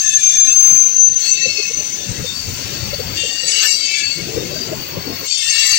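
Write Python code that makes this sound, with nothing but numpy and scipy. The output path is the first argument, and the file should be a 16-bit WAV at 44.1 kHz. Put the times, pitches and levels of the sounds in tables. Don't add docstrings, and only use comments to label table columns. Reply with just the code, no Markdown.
import sys
import numpy as np
from scipy import signal
from scipy.fft import rfft, irfft
from scipy.io import wavfile
from scipy.ndimage import uniform_filter1d, minimum_filter1d

SR = 44100
rng = np.random.default_rng(int(sys.argv[2]) if len(sys.argv) > 2 else 0)


def master(y):
    cut = np.clip(np.atleast_2d(y).T, -1, 1)
    pcm = np.round(cut * 32767)
    wavfile.write(sys.argv[1], SR, pcm.astype(np.int16))


def gain_from_db(level_db):
    decades = np.asarray(level_db, float) / 20
    return 10 ** decades


N = 254898

# [t/s, level/dB, rough skirt against the tone/dB]
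SQUEAL_LEVELS = [(0, -22.5, -0.5), (.09, -14.5, 1.5), (.12, -28, -5.5), (.16, -2.5, -9), (.19, -28.5, -3.5),
                 (.26, -6, -7.5), (.34, -19.5, -2.5), (.39, -5.5, -10), (.48, -14.5, -1.5), (.66, -9, -16),
                 (.84, -12.5, -5), (.895, -20.5, 0.5), (1.04, -7.5, -14.5), (1.27, -30, 7.5),
                 (1.32, -9.5, -3), (1.37, -29.5, -7.5), (1.42, -20.5, -6), (1.6, -35.5, 12), (1.73, -23, 0),
                 (2.25, -40, 10)]
# [t/s, centre f/Hz, relative level/dB]
RUB_RESONANCE = [(0.0, 4530, -35), (0.05, 4500, -43.5), (1.11, 4525, -41.5), (1.26, 4427, -34),
                 (1.63, 4410, -25), (1.69, 4391, -40), (2.24, 4522, -38.5), (2.37, 4570, -23.5),
                 (2.48, 4564, -35), (2.99, 4490, -29.5), (3.06, 4555, -32.5), (3.72, 4624, -18.5),
                 (4.43, 4460, -38), (4.65, 4730, -24.5), (4.68, 4570, -34), (5.28, 4457, -31.5),
                 (5.31, 4560, -17), (5.46, 4500, -33), (5.49, 4500, -22), (5.78, 4570, -18)]
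# [start t/s, length t/s, f/Hz at the top of the swell, top level/dB]
SINGING_MODES = [(0, 0.18, 2610, -33), (0, 0.22, 1747, -32.5), (0, 0.31, 3540, -30.5),
                 (.27, 0.28, 3525, -30), (0.145, .37, 2390, -33), (.15, 0.35, 5970, -37),
                 (.21, 0.25, 5720, -31), (0.292, .23, 1746, -37), (0.395, .15, 4010, -31),
                 (0.458, 0.092, 2620, -28), (0.577, .37, 2410, -38), (0.863, .25, 5280, -39),
                 (0.908, 0.16, 7166, -37), (1.185, 0.49, 7320, -35), (1.204, 0.12, 4311, -23.5),
                 (1.208, 0.16, 7950, -37), (1.213, 0.77, 2177, -42), (1.223, 0.18, 4460, -26),
                 (1.231, .49, 2645, -25.5), (1.243, 0.17, 3690, -38), (1.34, 0.18, 3940, -32),
                 (1.363, 0.11, 1900, -38), (1.389, .29, 4420, -25), (1.45, .26, 5310, -29.5),
                 (1.552, 0.16, 2582, -30), (1.936, 0.17, 3570, -37), (2.244, 0.11, 3630, -27.5),
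                 (3.14, 0.62, 1855, -40.5), (3.154, 0.17, 3130, -33.5), (3.156, 0.23, 3576, -31),
                 (3.16, 0.26, 7480, -34), (3.15, .17, 2778, -26), (3.24, 0.28, 2800, -27.5),
                 (3.18, 0.15, 6540, -34.5), (3.404, 0.44, 3985, -31), (3.359, 0.4, 5800, -31.5),
                 (3.386, .33, 7850, -29), (3.45, 0.4, 2225, -32.5), (3.46, 0.072, 6827, -25),
                 (3.495, .2, 2947, -27), (3.481, .5, 7500, -31), (3.507, .2, 6450, -30),
                 (3.6, 0.16, 5560, -27), (3.502, 0.27, 2766, -23.5), (3.654, .24, 7900, -38),
                 (3.76, .23, 3110, -33.5), (3.808, .32, 2636, -27.5), (3.803, 0.27, 2200, -31.5),
                 (3.93, 0.15, 1707, -37), (4.1, .14, 2190, -35.5), (3.83, .26, 5330, -40),
                 (3.862, .21, 2317, -29), (3.864, .32, 7400, -34.5), (3.88, .22, 3470, -34),
                 (3.952, .22, 2760, -31), (5.25, 0.81, 7450, -25.5), (5.26, 0.17, 5530, -30),
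                 (5.27, 0.26, 3150, -33), (5.276, 0.33, 3570, -30), (5.327, .45, 6540, -38),
                 (5.45, 0.46, 2758, -21), (5.08, .12, 5250, -35), (5.362, .31, 2640, -31.5),
                 (5.381, 0.5, 5600, -30), (5.39, .39, 5220, -29.5), (5.399, .35, 1784, -35),
                 (5.41, .2, 8460, -30.5), (5.42, 0.43, 1862, -38.5), (5.49, .3, 2220, -28.5),
                 (5.518, .27, 3940, -24.5), (5.565, .24, 7850, -29), (5.579, 0.33, 4543, -21.5),
                 (4.0, 0.18, 4480, -25.5)]
# [t/s, relative peak level/dB, f/Hz]
LOW_PUFFS = [(.503, -39.5, 510), (0.717, -33.5, 268), (1.456, -25, 517), (1.59, -26.5, 420),
             (1.703, -31, 472), (2.154, -30, 320), (2.243, -28, 506), (2.652, -38, 395), (2.933, -22, 565),
             (2.994, -19, 487), (3.239, -24, 508), (3.433, -37, 513), (3.57, -39.5, 467), (4.015, -37, 335),
             (4.184, -32, 338), (4.367, -15, 461), (4.42, -22, 399), (4.27, -27, 349), (4.56, -29.5, 622),
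             (4.62, -28.5, 373), (4.725, -24, 626), (4.713, -22, 336), (4.809, -33.5, 270),
             (4.967, -25, 520), (5.066, -26.5, 279)]
# [lower f/Hz, upper f/Hz]
NOISE_REGIONS = [(40, 200), (250, 650), (800, 1500), (2850, 3450), (6600, 8200), (9500, 13000),
                 (14300, 15800)]
# [f/Hz, relative level per Hz/dB]
ROLLING_COLOUR = [(15, -44), (25, -38.5), (96, -3), (242, -8), (550, -6), (716, -10), (1460, -10),
                  (2750, -9.5), (3880, -11.5), (4550, -13), (4930, -16), (6410, -16), (11200, -32.5),
                  (13800, -40)]
# [f/Hz, width f/Hz, relative prominence level/dB]
WHEEL_MODES = [(2154, 17, -8.5), (2716, 120, 0.5), (2690, 7.4, -15.5), (3660, 7.6, -9), (4300, 88, -17),
               (5450, 370, 1.5), (6170, 23, -6.5), (6270, 180, 10.5), (6930, 19, -21), (7480, 120, 11),
               (8200, 99, -6.5), (8050, 42, -28)]
# [f/Hz, level/dB]
MICROPHONE_LEAN = [(60, 9.5), (700, 8.5), (1300, 10.5), (2400, 16), (7500, 18), (8600, -1), (9600, -20),
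                   (13000, -7.5), (15000, -5.5)]
# [f/Hz, likeness 0-1]
SIDE_LIKENESS = [(60, 0.38), (500, 0.98), (1000, 0.36), (2500, 0.72), (6000, 0), (10000, 0.14),
                 (15000, 0.64)]
# [t/s, rumble level/dB, boom level/dB]
LOW_LEVELS = [(0, -46, -64), (.1, -51.5, -56), (1.2, -54.5, -50.5), (1.45, -50, -36.5), (1.8, -53, -47),
              (2.04, -46, -37.5), (2.15, -40, -45), (3.13, -29, -39), (3.2, -42, -41), (3.56, -58, -45),
              (4.12, -50, -48), (4.2, -36, -32.5), (4.45, -37.5, -30), (4.6, -37, -36.5),
              (5.24, -37.5, -36), (5.29, -54, -58.5), (5.78, -54.5, -55)]
# [f/Hz, spread level/dB]
FLICKER_SPREAD = [(100, 2.5), (600, 5.5), (1500, 4.5), (6000, 4), (9000, 7), (14000, 6)]
# [t/s, hiss level/dB, ring level/dB]
FLANGE_GRIP = [(0, -30, -43), (.35, -31.5, -38.5), (.52, -32.5, -47), (.57, -39, -46), (1.14, -40.5, -47.5),
               (1.26, -29, -38), (1.33, -36, -41), (2.43, -36.5, -44.5), (2.7, -36.5, -39.5),
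               (3.14, -40.5, -43), (3.17, -32.5, -39), (3.46, -34.5, -43), (3.49, -22.5, -35),
               (3.64, -27.5, -26.5), (3.7, -20, -39), (3.8, -33, -39.5), (3.99, -28, -33),
               (4.04, -35.5, -40.5), (5.04, -44.5, -45), (5.23, -42.5, -43), (5.28, -27, -39),
               (5.49, -25, -34.5), (5.78, -23, -31.5)]
# [t/s, level/dB]
TOP_HISS = [(0.0, -35.5), (0.09, -49.5), (0.32, -43), (0.58, -40.5), (0.66, -32), (1.11, -55.5),
            (1.27, -36.5), (1.33, -47.5), (3.14, -36.5), (3.22, -44), (3.6, -41.5), (3.64, -28),
            (3.83, -48.5), (4.36, -41), (5.25, -36), (5.3, -52.5), (5.73, -29), (5.78, -43)]
# [t/s, top level/dB]
AXLE_LUMPS = [(.03, -54), (.51, -43.5), (.73, -32.5), (1.09, -47), (1.48, -48), (1.64, -47), (1.78, -39),
              (2.11, -28.5), (2.21, -20.5), (2.48, -31), (2.6, -34), (2.67, -29.5), (2.87, -36),
              (3.07, -36.5), (3.15, -55), (4.221, -37.5), (4.37, -28.5), (4.7, -27), (4.78, -26),
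              (4.97, -25.5), (5.72, -48)]


def in_time(rows):
    s, *columns = np.transpose(rows)
    return [np.interp(np.arange(N) / SR, s, c) for c in columns]


def at_hz(points, hz):
    f, value = np.transpose(points)
    return np.interp(np.log(hz + 1), np.log(f), value)


def drift(corner_hz, size, channels):
    r = np.exp(-16 * np.pi * corner_hz / SR)
    noise = rng.standard_normal((channels, size // 8 + 1502))
    slow = signal.lfilter([1], [1, -2 * r, r * r], noise)[:, 1500:]
    slow = slow * np.sqrt((1 - r * r) ** 3 / (1 + r * r))
    return np.array([np.interp(np.arange(size) / 8, np.arange(len(v)), v) for v in slow])


def mode(hz, clean, rough, corner_hz):
    a, b, c, d = drift(corner_hz, size=len(hz), channels=4)
    turn = np.exp(2j * np.pi * (np.cumsum(hz) / SR + rng.random((2, 1))))
    noise = np.array([a + 1j * b, c + 1j * d])
    return np.real(turn * (np.sqrt(2) * clean + rough * noise))


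def squeal():
    speed_m_s, nearest_m, pass_s, rest_hz = 8.38, 5.62, 0.84, 6227
    t = np.arange(N) / SR
    gone_m = speed_m_s * (t - pass_s)
    away = gone_m / np.hypot(gone_m, nearest_m)
    hz = rest_hz * (1 - away * speed_m_s / 343)
    level_db, skirt_db = in_time(SQUEAL_LEVELS)
    alive = np.clip((SQUEAL_LEVELS[-1][0] - t) / 0.17, 0, 1)
    tone = mode(hz, 0.97, gain_from_db(skirt_db), corner_hz=61.0)
    tone = tone + mode(hz, 0, gain_from_db(skirt_db - 0.5), corner_hz=44.0)
    tone = tone / np.sqrt(1 + gain_from_db(2 * skirt_db))
    octave = mode(2 * hz, 0.77, 0.5, corner_hz=30.0)
    rows = gain_from_db([0 * away, -8 * away])
    return alive * rows * gain_from_db(level_db) * (tone + gain_from_db(-41.5) * octave)


def rub():
    hz, level_db = in_time(RUB_RESONANCE)
    return gain_from_db(level_db - 1.0) * mode(hz, 0, 1.0, corner_hz=63.0)


def faint():
    count, mean_length_s = 50, 0.16
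    grip_db = in_time(FLANGE_GRIP)[0]
    odds = np.cumsum(gain_from_db(grip_db))
    when, pitch, long, loud = rng.random((count, 4)).T
    i = np.searchsorted(odds / odds[-1], when)
    octaves = 2.7 * pitch
    length = mean_length_s * (0.5 + long)
    level_db = grip_db[i] - 11 - 10 * np.maximum(octaves - 2, 0) + 6.0 * (loud - 0.5)
    start = np.maximum(i / SR - length / 2, 0)
    return np.transpose([start, length, 1750 * 2 ** octaves, level_db]).tolist()


def singing():
    swell_share, edge_db, fall_per_s = 0.464, -5, 0.0124
    out = np.zeros((2, N))
    for start, length, mode_hz, level_db in SINGING_MODES + faint():
        rise, fade = swell_share * length, (1 - swell_share) * length
        i = np.arange(round(start * SR), min(round((start + rise + fade) * SR), N))
        s = i / SR - start
        swell = gain_from_db(level_db + np.interp(s, [0, rise, rise + fade], [edge_db, 0, edge_db]))
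        ends = np.clip(np.minimum(s, rise + fade - s) / 0.028, 0, 1)
        rough = np.clip(-(level_db + 10) / 26, 0.65, 0.97)
        clean = np.sqrt(1 - rough ** 2)
        hz = mode_hz * (1 - fall_per_s * (s - rise))
        out[:, i] += swell * ends * mode(hz, clean, rough, corner_hz=28.3)
    return out


def regions():
    t = np.arange(N) / SR
    rumble_db, boom_db = in_time(LOW_LEVELS)
    grip_db, ring_db = in_time(FLANGE_GRIP)
    top_db, = in_time(TOP_HISS)
    lump_s = 0.021
    lumps = sum(gain_from_db(db) * np.exp(-0.5 * ((t - at) / lump_s) ** 2) for at, db in AXLE_LUMPS)
    grip_swing, top_swing = grip_db + 35, top_db + 42
    roll_db = -49 - 0.22 * grip_swing + 0.85 * top_swing
    air_db = -54 + 0.9 * grip_swing + 0.35 * top_swing
    reach = ((rumble_db, 0), (boom_db, -19.5), (roll_db, -24))
    low = [20 * np.log10(gain_from_db(db) + lumps * gain_from_db(reach_db)) for db, reach_db in reach]
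    return np.array(low + [ring_db, grip_db + 0.5, air_db, top_db])


def rolling():
    hz, s, white = signal.stft(rng.standard_normal((2, N)), SR, nperseg=1024, noverlap=768)
    rings = sum(gain_from_db(5.5 + 0.27 * d) ** 2 / (1 + (2 * (hz - f) / w) ** 2) for f, w, d in WHEEL_MODES)
    top = 1 + gain_from_db(9) / (1 + np.exp((14400 - hz) / 120))
    colour = gain_from_db(at_hz(ROLLING_COLOUR, np.minimum(hz, 13500))) * np.sqrt(1 + rings) * top
    own_db = [10 * np.log10(np.sum(colour[(hz > lo) & (hz < hi)] ** 2) / len(hz)) for lo, hi in NOISE_REGIONS]
    frames = np.minimum(s * SR, N - 1).astype(int)
    levels_db = regions()[:, frames]
    lift_db = levels_db - np.array(own_db)[:, None]
    lift_db[:2] += 3.0 * drift(8.6, size=N, channels=2)[:, frames]
    places = np.log([np.sqrt(lo * hi) for lo, hi in NOISE_REGIONS])
    level_db = np.transpose([np.interp(np.log(hz + 1), places, v) for v in lift_db.T])
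    hold = 0.88
    chance = signal.lfilter([np.sqrt(1 - hold ** 2)], [1, -hold], rng.standard_normal(level_db.shape))
    loud_db = np.clip(levels_db[4] + 35, 0, 10) * (hz[:, None] > 1500)
    spread_db = at_hz(FLICKER_SPREAD, hz)[:, None] + 0.4 * loud_db
    flicker = gain_from_db(spread_db * chance - spread_db ** 2 * np.log(10) / 20)
    shaped = white * colour[:, None] * gain_from_db(level_db) * flicker
    return signal.istft(shaped, SR, nperseg=1024, noverlap=768)[1][:, :N]


def low_puffs():
    length_s = 0.04
    out = np.zeros((2, N + SR))
    for at, peak_db, hz in LOW_PUFFS:
        i = round((at - length_s / 3) * SR) + np.arange(round(length_s * SR))
        shape = np.sin(np.pi * np.arange(len(i)) / len(i)) ** 2
        out[:, i] += gain_from_db(peak_db - 3) * shape * mode(np.full(len(i), hz), 0.75, 0.6, corner_hz=70.0)
    return out[:, :N]


def scene():
    lag_s = 0.000458
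    first, second = rfft(squeal() + rub() + singing() + rolling() + low_puffs())
    hz = np.fft.rfftfreq(N, 1 / SR)
    alike = np.clip(at_hz(SIDE_LIKENESS, hz), 0, 1)
    right = gain_from_db(-at_hz(MICROPHONE_LEAN, hz))
    gain = 2 / np.sqrt(1 + right ** 2)
    late = first * np.exp(-2j * np.pi * hz * lag_s)
    blend = alike * first + np.sqrt(1 - alike ** 2) * second
    return irfft(gain * np.array([late, right * blend]), N)


def low_pass(x):
    return signal.sosfilt(signal.butter(12, 15910, fs=SR, output="sos"), x)


def record(dry):
    room = np.minimum(1, 1.03 / (np.abs(dry).max(axis=0) + 1e-9))
    gain = uniform_filter1d(minimum_filter1d(room, size=400), size=300)
    below_cut = np.fft.rfftfreq(N, 1 / SR) < 15910
    mix = np.clip(irfft(rfft(dry * gain) * below_cut, N), -1, 1)
    return low_pass(mix)


dry = scene()
out = record(dry)
master(out)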